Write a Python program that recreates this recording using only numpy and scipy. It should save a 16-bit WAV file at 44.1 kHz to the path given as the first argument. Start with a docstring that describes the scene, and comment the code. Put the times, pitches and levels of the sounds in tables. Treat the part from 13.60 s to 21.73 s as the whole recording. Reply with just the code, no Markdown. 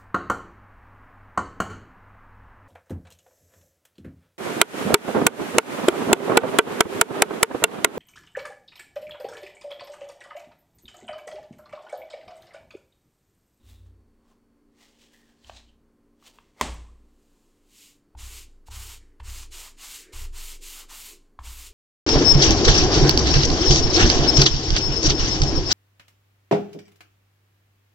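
"""A cloth pad polishes a leather sleeve in quick strokes: stick-slip noise through wandering resonances.
Each landing of the hand taps the leather, a damped air resonance, and excites the low modes of the bench.
Before this the sleeve is turned and its edge rubbed, in pitched slides of friction noise; then it is
dropped flat on a workbench mat (crack, air pocket, bench modes, echo), and clothing swishes.
The sounds are close, in a small workshop with diffuse reflections, ventilation noise and a quiet hum."""
import sys
import numpy as np
from scipy import signal
from scipy.fft import rfft, irfft, next_fast_len
from scipy.io import wavfile

SR = 44100
rng = np.random.default_rng(int(sys.argv[2]) if len(sys.argv) > 2 else 0)


def log_audio(samples):
    """Write samples as a 16-bit WAV file to the path given in sys.argv[1]."""
    # one column per channel
    frames = np.atleast_2d(samples).T
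    # limit to full scale, then quantise
    limited = np.clip(frames, -1, 1)
    pcm = np.round(limited * 32767).astype(np.int16)
    wavfile.write(sys.argv[1], SR, pcm)


N = 358533  # length in samples


# dull rumbles of the leather where the hand bears down, levels before the common trim:
# (peak time [s], level [dB], tenfold rise time [s], tenfold fall time [s])
LEATHER_RUMBLES = [(4.779, -65.5, 0.43, .15), (5.28, -63.5, .5, 0.28), (5.75, -65, 0.51, 0.27),
                   (5.98, -57.5, .1, 0.08), (6.53, -55, 0.28, 0.29), (7.02, -60.5, 0.41, 0.22),
                   (7.28, -62.5, .16, 0.11), (7.53, -57, 0.1, 0.095), (8.101, -65, 0.23, 0.22)]
# relative spectrum of the rumble: (frequency [Hz], density [dB])
RUMBLE_SPECTRUM = [(220, -31), (295, 4), (360, 9), (450, 4.5), (600, -11), (900, -40), (2000, -66)]
# the lifted pad brushes back over the leather:
# (peak time [s], level [dB], tenfold rise time [s], tenfold fall time [s])
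RETURN_BRUSHES = [(5.421, -72, 0.089, 0.23), (6.45, -61, 0.37, 0.23)]


def polishing(level_db=-1.86, uneven_db=0.78, drag_wander_db=-0.5, rumble_db=-1.0,
              brush_hz=1950, rocking_db=-14, rocking_hz=23):
    """Sliding friction: the pad hisses finely, and its drag makes leather rumble and bench shudder."""
    gain, drag_db, sheen_db = pad_motion()
    hiss = stroke(cloth_grain(), drag_db + drag_wander_db * drift(30), sheen_db)
    hiss = hiss * from_db(level_db + uneven_db * drift(60))
    shudder = from_db(rocking_db) * scrape(rocking_hz, width_hz=10)

    rumble_gain = sum(swell_and_fade(*row) for row in LEATHER_RUMBLES)
    rumble = rumble_gain * from_db(rumble_db) * noise(RUMBLE_SPECTRUM)
    brush_gain = sum(swell_and_fade(*row) for row in RETURN_BRUSHES)
    brush = brush_gain * scrape(brush_hz, width_hz=730)
    return gain * (hiss + shudder) + rumble + brush


# strokes of the pad, before trim and wander; sheen (at mid-stroke) and drag are relative to the hiss:
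# (start time [s], length [s], level [dB], attack [s], release [s], sheen [dB],
#  drag at start [dB], drag at middle [dB], drag at end [dB])
PAD_STROKES = [ (4.563, 0.33, -45.5, 0.047, .12, -4.5, -9, -13.5, -19),
               (5.053, .05, -55, 0.028, .025, -7, -9, -8, -9),
               (5.092, .315, -44, 0.037, .085, -4, -8.5, -11, -14),
               (5.595, 0.033, -63.5, 0.0051, .02, -12.5, -0.5, 0, -4),
               (5.618, 0.27, -43.5, 0.073, 0.082, -6, -5, -13, -10.5),
               (5.9, 0.26, -42, 0.041, 0.16, -5.5, -19, -8.5, -8),
               (6.157, 0.34, -42.5, 0.075, 0.15, -4.5, -9, -15, -26),
               (6.517, 0.19, -44, 0.023, .095, -4.5, -9.5, -10.5, -7),
               (6.712, 0.3, -43, 0.074, 0.12, -3.5, -8.5, -16.5, -16),
               (6.997, 0.28, -43, 0.048, 0.094, -2, -19, -15.5, -3.5),
               (7.275, 0.33, -44, 0.047, 0.15, -1, -5.5, -16, -17),
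               (7.788, 0.043, -66, .006, .02, -12, 2, 2, 0),
               (7.813, 0.32, -46, 0.054, 0.068, -2, -6, -12.5, -20)]
SHEEN_TURN_LOSS_DB = 8  # the sheen is this much weaker where the pad turns than at mid-stroke


def pad_motion():
    """Friction follows speed and pressure: strokes swell, hold and fade while drag and sheen shift."""
    t = seconds()
    gain, drag_db, sheen_db = np.zeros(N), np.zeros(N), np.zeros(N)
    for start, length, db, attack, release, top_db, *drags in PAD_STROKES:
        now = (t >= start) & (t < start + length)
        age = t[now] - start
        gain[now] += from_db(db) * eased(age / attack) * eased((length - age) / release)
        drag_db[now] = np.interp(age / length, [0, .5, 1], drags)
        sheen_db[now] = top_db - SHEEN_TURN_LOSS_DB * (1 - np.sin(np.pi * age / length))
    return gain, drag_db, sheen_db


# relative spectrum of rubbed cloth: (frequency [Hz], density [dB])
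CLOTH_SPECTRUM = [(300, -33), (600, -14), (1000, -5), (1700, -8), (2100, -1.5), (2900, -0.5), (4400, 0.5),
                  (5800, -1), (7300, 2), (9100, -1.5), (9900, -6), (11800, -5.5), (15300, -8.5),
                  (16000, -10.5)]
# resonances between pad and leather: (frequency [Hz], bandwidth [Hz], mean gain [dB])
PAD_RESONANCES = [(1250, 300, -21.5), (2850, 370, -5.5), (7090, 590, -14), (11820, 950, -11.5)]


def cloth_grain(peak_wander_db=1.5):
    """Stick-slip through resonances: fine cloth friction whose spectral peaks wax and wane."""
    grain = friction(CLOTH_SPECTRUM, slips_per_s=30000, spread_db=0.1)
    out = grain
    for hz, width, db in PAD_RESONANCES:
        peak_gain = from_db(db + peak_wander_db * drift(14))
        out = out + peak_gain * resonance(grain, hz, width)
    return out


# the hand or pad meets the leather; levels are drives, before contact smoothing, filters and modes:
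# (time [s], tap level [dB], tap pitch [Hz], contact time constant [s], snap level re tap [dB],
#  bench sway level [dB], low boom level [dB], upper boom level [dB])
TOUCHES = [(0.035, -67, 1510, .001, -16, -76, -47.5, -49),
           (0.179, -73, 1530, 0.00058, -16, -77, -49, -48.5),
           (1.846, -39.5, 3100, 0.000076, -16, -63, -50, -54),
           (1.8962, -26, 700, 0.00017, -13, -73, -62, -65), (2.625, -43.5, 1150, .001, -20, -82, -81, -76),
           (2.786, -37, 1020, 0.00031, -9.5, -78, -68, -83),
           (4.55, -25, 861, 0.0048, -27, -39.5, -36.5, -49),
           (5.084, -26.5, 868, 0.0022, -27, -42, -36, -43), (5.6, -23.5, 978, 0.0041, -11, -34, -34, -44),
           (6.533, -36, 900, 0.0023, -16, -28.5, -36.5, -44.5),
           (7.314, -32, 975, 0.0012, -23.5, -69, -61, -68.5),
           (7.7895, -20.5, 1036, 0.0011, -21, -40.5, -35.5, -53.5)]


def taps(t60=.012, overtone=1.65, overtone_db=-15, snap_t60=0.025, soft_hz=3800):
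    """Damped air resonance: a squeezed pocket gives a short hollow tock, rounder for softer contact."""
    snap = rms_one(cut(rng.standard_normal(N), [400, 3200], "band", order=2))
    out = 0
    for s, db, hz, contact_s, snap_db, *_ in TOUCHES:
        fundamental = ring(click(s, db), hz, t60)
        upper = ring(click(s, db + overtone_db), hz * overtone, t60 / overtone)
        squeeze = 1 - np.exp(-np.clip((seconds() - s) / contact_s, 0, 20))
        snapping = from_db(db + snap_db) * snap * dying(s, snap_t60)
        out = out + squeeze * (fundamental - upper + snapping)
    return cut(out, [400, soft_hz], "band", order=2)


SLAP_S = 3.0116  # the sleeve lands flat [s]
# modes of the bench top under the slap: (frequency [Hz], level [dB], 60 dB decay time [s])
SLAP_MODES = [(154.1, -39, 0.64), (235.4, -30.5, 0.13), (335, -32, 0.055), (450, -26.5, 0.07),
              (618, -29.5, 0.15), (2000, -17.5, 0.017)]
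# relative spectrum of the crack: (frequency [Hz], density [dB])
CRACK_SPECTRUM = [(150, -30), (400, -8.5), (1000, 8), (2500, -2.5), (5500, -4.5), (8000, -11),
                  (10500, -16.5), (14000, -16), (17000, -31.5)]


def slap(pocket_db=-8, pocket_hz=1030, pocket_t60=0.016, crack_db=-20, crack_t60=0.026,
         snap_db=-12, snap_t60=0.0046, rush_db=-55):
    """Impact and escaping air: air rushes out, the sleeve cracks, trapped air pops, the bench top rings."""
    blow, age = click(SLAP_S, 0), seconds() - SLAP_S
    # the rush grows until the landing and stops there
    rush_gain = from_db(rush_db) * np.exp(np.minimum(age, 0) / .016) * (age < 0)
    rush = rush_gain * noise(SLAP_ECHO_SPECTRUM)

    pop = ring(click(SLAP_S, pocket_db), pocket_hz, pocket_t60)
    pocket = resonance(pop, pocket_hz, width_hz=620)
    bench_top = sum(from_db(db) * ring(blow, hz, t60) for hz, db, t60 in SLAP_MODES)
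    bench_top = cut(bench_top, 145, "high")

    crack_gain = from_db(crack_db) * dying(SLAP_S, crack_t60)
    snap_gain = from_db(snap_db) * dying(SLAP_S, snap_t60)
    crack = noise(CRACK_SPECTRUM) * (crack_gain + snap_gain)
    return rush + crack - pocket - bench_top


# relative spectrum of the echo, also of the rush of air: (frequency [Hz], density [dB])
SLAP_ECHO_SPECTRUM = [(110, -34.5), (160, -6), (230, -0.5), (450, -4.5), (750, -5.5), (1030, -2),
                      (1450, -12.5), (2100, -10), (3400, -11.5), (5000, -16), (8200, -15.5), (10400, -31),
                      (16000, -43)]


def slap_echo(echo_db=-29.0, rise_s=0.0029, late_db=-22, late_t60=0.87,
              ring_hz=1090, ring_db=-52, ring_t60=0.83):
    """Reverberant decay: the room answers; a weak late tail and a ring from things on the bench linger."""
    build_up = 1 - np.exp(-np.maximum(seconds() - SLAP_S, 0) / rise_s)
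    decay = dying(SLAP_S, ROOM_T60_S) + from_db(late_db) * dying(SLAP_S, late_t60)
    echo = from_db(echo_db) * noise(SLAP_ECHO_SPECTRUM) * decay
    lingering = from_db(ring_db) * scrape(ring_hz, width_hz=190) * dying(SLAP_S, ring_t60)
    return build_up * (echo + lingering)


SETTLE_S = 3.1425  # the sleeve comes to rest [s]


def settling(db=-50, t60=0.0054):
    """Brief impact: a thin tick of high noise with rapid decay as the sleeve comes to rest."""
    tick = rms_one(cut(rng.standard_normal(N), 8000, "high", order=2))
    return from_db(db) * tick * dying(SETTLE_S, t60)


# fingers and cloth slide on the edge; levels before the common trim, the last three dB re the rub:
# (peak time [s], level [dB], tenfold rise time [s], tenfold fall time [s], drag [dB], sheen [dB],
#  scrape pitch [Hz], scrape level [dB])
EDGE_SLIDES = [ (0.102, -62, .11, 0.16, -9.5, -1.5, 3720, -3), (.265, -75, .03, .06, 3, -5, 2970, -11),
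               (.71, -72, .12, .09, 3.5, -6, 1054, 3), (1.22, -57.5, .07, 0.17, -8.5, -10.5, 2000, -8.5),
               (1.42, -60, .09, 0.19, -14, -11, 3200, -12), (1.535, -63.5, .04, 0.23, -10, -5, 1856, 0),
               (1.68, -70, .1, .2, -0.5, -8, 1650, -4), (1.88, -57, .11, .15, -8, -12, 4300, -8),
               (1.97, -51.5, 0.079, 0.085, -10.5, -20, 3900, -2),
               (2.09, -72.5, .05, 0.071, -4, -34, 3046, 4), (2.67, -51, .055, .055, -8, -7, 3100, -11),
               (2.755, -65.5, .1, 0.13, -4, -5, 4000, -23), (2.83, -72, .08, 0.3, -18, -12, 2000, -5),
               (3.0, -57.5, .05, 0.042, 4, -8, 2090, -2)]
# relative spectrum of the rubbed edge: (frequency [Hz], density [dB])
EDGE_SPECTRUM = [(290, -36.5), (500, 0), (868, 4.5), (1440, -4.5), (1870, -3.5), (2190, -7), (2930, -2),
                 (4150, -5.5), (5880, -7.5), (7640, -9), (10700, -26.5), (15100, -27), (16000, -25.5)]


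def edge_rubbing(level_db=-1, uneven_db=0.5, scrape_cycles=3.5):
    """Stick-slip: fingers and cloth slide unevenly on the edge, each slide scraping at its own pitch."""
    gains = np.array([swell_and_fade(*row[:4]) for row in EDGE_SLIDES])
    *_, drag_db, sheen_db, scrape_hz, scrape_db = np.transpose(EDGE_SLIDES)
    # overlapping slides add in power and share the tone colour accordingly
    power = np.sum(gains ** 2, axis=0)
    shares = gains ** 2 / power
    grain = friction(EDGE_SPECTRUM, slips_per_s=6300, spread_db=-1.5)
    rub = np.sqrt(power) * stroke(grain, drag_db @ shares, sheen_db @ shares)

    scrapes = 0
    for gain, hz, db in zip(gains, scrape_hz, scrape_db):
        scrapes = scrapes + gain * from_db(db) * scrape(hz, hz / (2 * scrape_cycles))
    return (rub + scrapes) * from_db(level_db + uneven_db * drift(80))


# soft swishes of clothing between the two jobs: (peak time [s], level [dB], Gaussian half-length [s])
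CLOTHING_SWISHES = [(3.78, -75.5, 0.24), (4.226, -54, 0.066)]


def clothing(drag_db=-22, sheen_db=-7):
    """Light fibre friction: airy swishes of cloth under Gaussian envelopes."""
    gain = 0
    for s, db, half in CLOTHING_SWISHES:
        gain = gain + from_db(db) * np.exp(-((seconds() - s) / half) ** 2 / 2)
    return gain * stroke(cloth_grain(), drag_db, sheen_db)


# low modes of bench and room, levels re the drive: (frequency [Hz], level [dB], 60 dB decay time [s])
SWAY_MODES = [(22.34, -1.5, 2.28), (29.3, -14, .85)]
BOOM_MODES = [(56.75, -2.5, 0.82), (66.2, -10, 0.64)]
UPPER_BOOM_MODES = [(89.7, -0.27, .68)]


def bench(slap_sway_db=-45, slap_boom_db=-31.0, slap_upper_db=-47, boom_rise_s=0.043,
          sway_rise_s=0.024, thud_db=-1.5, thud_hz=69, thud_t60=0.15):
    """Modal excitation: every push gives a short thud, and low modes of the bench swell and fade."""
    pushes = [(s, sway, boom, upper) for s, *_, sway, boom, upper in TOUCHES]
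    pushes.append((SLAP_S, slap_sway_db, slap_boom_db, slap_upper_db))
    times, sways, booms, uppers = zip(*pushes)
    thud_force = sum(click(s, db + thud_db) for s, db in zip(times, booms))
    out = -cut(ring(thud_force, thud_hz, thud_t60), 120, "low", order=3)

    # where the push lands decides how strongly each family of modes is driven
    families = ((sways, SWAY_MODES, sway_rise_s), (booms, BOOM_MODES, boom_rise_s),
                (uppers, UPPER_BOOM_MODES, boom_rise_s))
    age = np.arange(2 * SR) / SR
    for levels, modes, rise in families:
        force = sum(click(s, db) for s, db in zip(times, levels))
        for hz, db, t60 in modes:
            swell = (1 - np.exp(-age / rise)) ** 2 * np.exp(-np.log(1000) * age / t60)
            response = from_db(db) * swell / swell.max() * np.sin(2 * np.pi * hz * age)
            out = out - signal.fftconvolve(force, response)[:N]
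    return out


ROOM_T60_S = 0.38  # 60 dB decay time of the room [s]


def workshop(x, first_echo_s=0.011):
    """Diffuse reverberation: convolution with decaying noise, duller than the direct sound."""
    tail = cut(rng.standard_normal(N), [150, 8500], "band", order=2) * dying(first_echo_s, ROOM_T60_S)
    unit_energy_tail = tail[:SR] / np.sqrt(np.sum(tail ** 2))
    return signal.fftconvolve(x, unit_energy_tail)[:N]


# relative spectrum of the ventilation noise: (frequency [Hz], density [dB])
VENTILATION_SPECTRUM = [(12, -19), (22, 3.5), (40, -10), (90, -20), (120, -17), (230, -12.5), (420, -13),
                        (600, -25.5), (1100, -27.5), (1500, -30.5), (3600, -42.5), (6000, -42.5),
                        (16000, -48)]
# steady hum and whine of workshop appliances, mean rms levels:
# (frequency [Hz], level at first [dB], level while polishing [dB])
APPLIANCE_HUM = [(90, -78, -80), (232.5, -70, -83.5), (288.6, -74.5, -73), (549, -85.5, -94),
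                 (1054, -89.5, -90), (4460, -94, -94.5), (8390, -102, -102), (8605, -102, -104)]


def room_tone(ventilation_db=-65.5, waver_db=2.0):
    """Broadband and tonal background: soft ventilation noise with hum lines wavering in level and phase."""
    later = np.interp(seconds(), [3.0, 4.3], [0, 1])
    out = from_db(ventilation_db) * noise(VENTILATION_SPECTRUM)
    for hz, first_db, last_db in APPLIANCE_HUM:
        level_db = first_db + later * (last_db - first_db) + waver_db * drift(2.8)
        phase = 2 * np.pi * hz * seconds() + 0.61 * drift(2.8)
        out = out + from_db(level_db) * np.sqrt(2) * np.sin(phase)
    return out


def friction(spectrum, slips_per_s, spread_db):
    """Stick-slip: countless fibres catch and slip at random, each with a size of its own."""
    slips = rng.random(N) < slips_per_s / SR
    sizes = from_db(spread_db * np.minimum(rng.exponential(1, N), 4)) * rng.standard_normal(N)
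    return coloured(slips * sizes, spectrum)


def stroke(grain, drag_db, sheen_db, drag_edge_hz=1750, sheen_edge_hz=9600):
    """Band balance of friction: pressure adds a lower drag to the hiss, a fast light touch a high sheen."""
    low, body = below(grain, drag_edge_hz), below(grain, sheen_edge_hz)
    hiss, drag, sheen = rms_one(body - low), rms_one(low), rms_one(grain - body)
    return hiss + from_db(drag_db) * drag + from_db(sheen_db) * sheen


def scrape(hz, width_hz):
    """Noise-excited resonance: a carrier modulated by slow random flutter."""
    flutter = rms_one(cut(rng.standard_normal(N), width_hz / 2, "low", order=2))
    return np.sqrt(2) * flutter * np.cos(2 * np.pi * hz * seconds())


def swell_and_fade(peak_s, db, rise_s, fall_s):
    """Exponential growth and decay: gain rises tenfold per rise time and falls tenfold per fall time."""
    age = seconds() - peak_s
    distance = np.minimum(np.maximum(-age / rise_s, age / fall_s), 10)
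    return from_db(db - 20 * distance)


def eased(share):
    """Raised-cosine easing: a smooth step from 0 to 1."""
    return np.sin(np.pi / 2 * np.clip(share, 0, 1)) ** 2


def ring(x, hz, t60):
    """Damped oscillator: a unit click starts a decaying sine of initial height 1."""
    r, w = from_db(-60 / (t60 * SR)), 2 * np.pi * hz / SR
    return signal.lfilter([0, np.sin(w)], [1, -2 * r * np.cos(w), r * r], x + 1e-18)


def resonance(x, hz, width_hz):
    """Two-pole resonance: a band is passed with gain 1 at its top."""
    r = np.exp(-np.pi * width_hz / SR)
    zeros = np.array([1, 0, -1]) * (1 - r * r) / 2
    return signal.lfilter(zeros, [1, -2 * r * np.cos(2 * np.pi * hz / SR), r * r], x)


def click(s, db):
    """Impulse excitation: one sample at the given time."""
    return from_db(db) * (np.arange(N) == round(s * SR))


def dying(s, t60):
    """Exponential decay: an envelope that starts at s and loses 60 dB in t60."""
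    age = seconds() - s
    return (age >= 0) * from_db(np.clip(-60 * age / t60, -200, 0))


def coloured(x, spectrum):
    """Spectral shaping: weight a steady signal by frequency, at unit rms."""
    hz, db = np.transpose(spectrum)
    size = next_fast_len(N, True)
    bins = np.maximum(np.arange(size // 2 + 1) * SR / size, 1)
    gain = from_db(np.interp(np.log(bins), np.log(hz), db))
    return rms_one(irfft(rfft(x, size) * gain, size)[:N])


def noise(spectrum):
    """Shaped Gaussian noise at unit rms."""
    return coloured(rng.standard_normal(N), spectrum)


def drift(per_s):
    """Interpolated random process: a wander of unit rms with per_s new values a second."""
    steps = rng.standard_normal(N // 8)
    return rms_one(np.interp(seconds() * per_s, np.arange(len(steps)), steps))


def cut(x, hz, kind, order=4):
    """Butterworth filtering: a flat passband with a smooth rolloff."""
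    sos = signal.butter(order, np.clip(hz, 10, .48 * SR), kind, fs=SR, output="sos")
    return signal.sosfilt(sos, x + 1e-18)


def below(x, hz):
    """Zero-phase low-pass: the part under a frequency, so that the remainder is the part above."""
    return signal.sosfiltfilt(signal.butter(4, hz, fs=SR, output="sos"), x)


def from_db(db):
    """Logarithmic level: decibels to amplitude gain."""
    return np.exp(np.asarray(db) * (np.log(10) / 20))


def rms_one(x):
    """Power normalisation: scale to unit rms."""
    return x / np.sqrt(np.mean(x ** 2) + 1e-20)


def seconds():
    """Uniform sampling: the time of every sample."""
    return np.arange(N) / SR


def scene(rub_room_db=-17, tap_room_db=-13, hiss_db=-98):
    """Superposition: all sources add, alike in both ears, over faint independent electronic hiss."""
    rubbing = polishing() + edge_rubbing() + clothing()
    tapping = taps()
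    reflections = workshop(from_db(rub_room_db) * rubbing + from_db(tap_room_db) * tapping)
    landing = slap() + slap_echo() + settling()
    mono = rubbing + tapping + landing + bench() + reflections + room_tone()
    return mono + from_db(hiss_db) * rng.standard_normal((2, N))


def record(dry, cutoff_hz=15900):
    """Soft saturation and band limiting: high peaks are rounded and the top is cut steeply."""
    rounded = .5 * np.tanh(dry / .5)
    return signal.sosfilt(signal.ellip(10, .1, 70, cutoff_hz, fs=SR, output="sos"), rounded)


dry = scene()
out = record(dry)
log_audio(out)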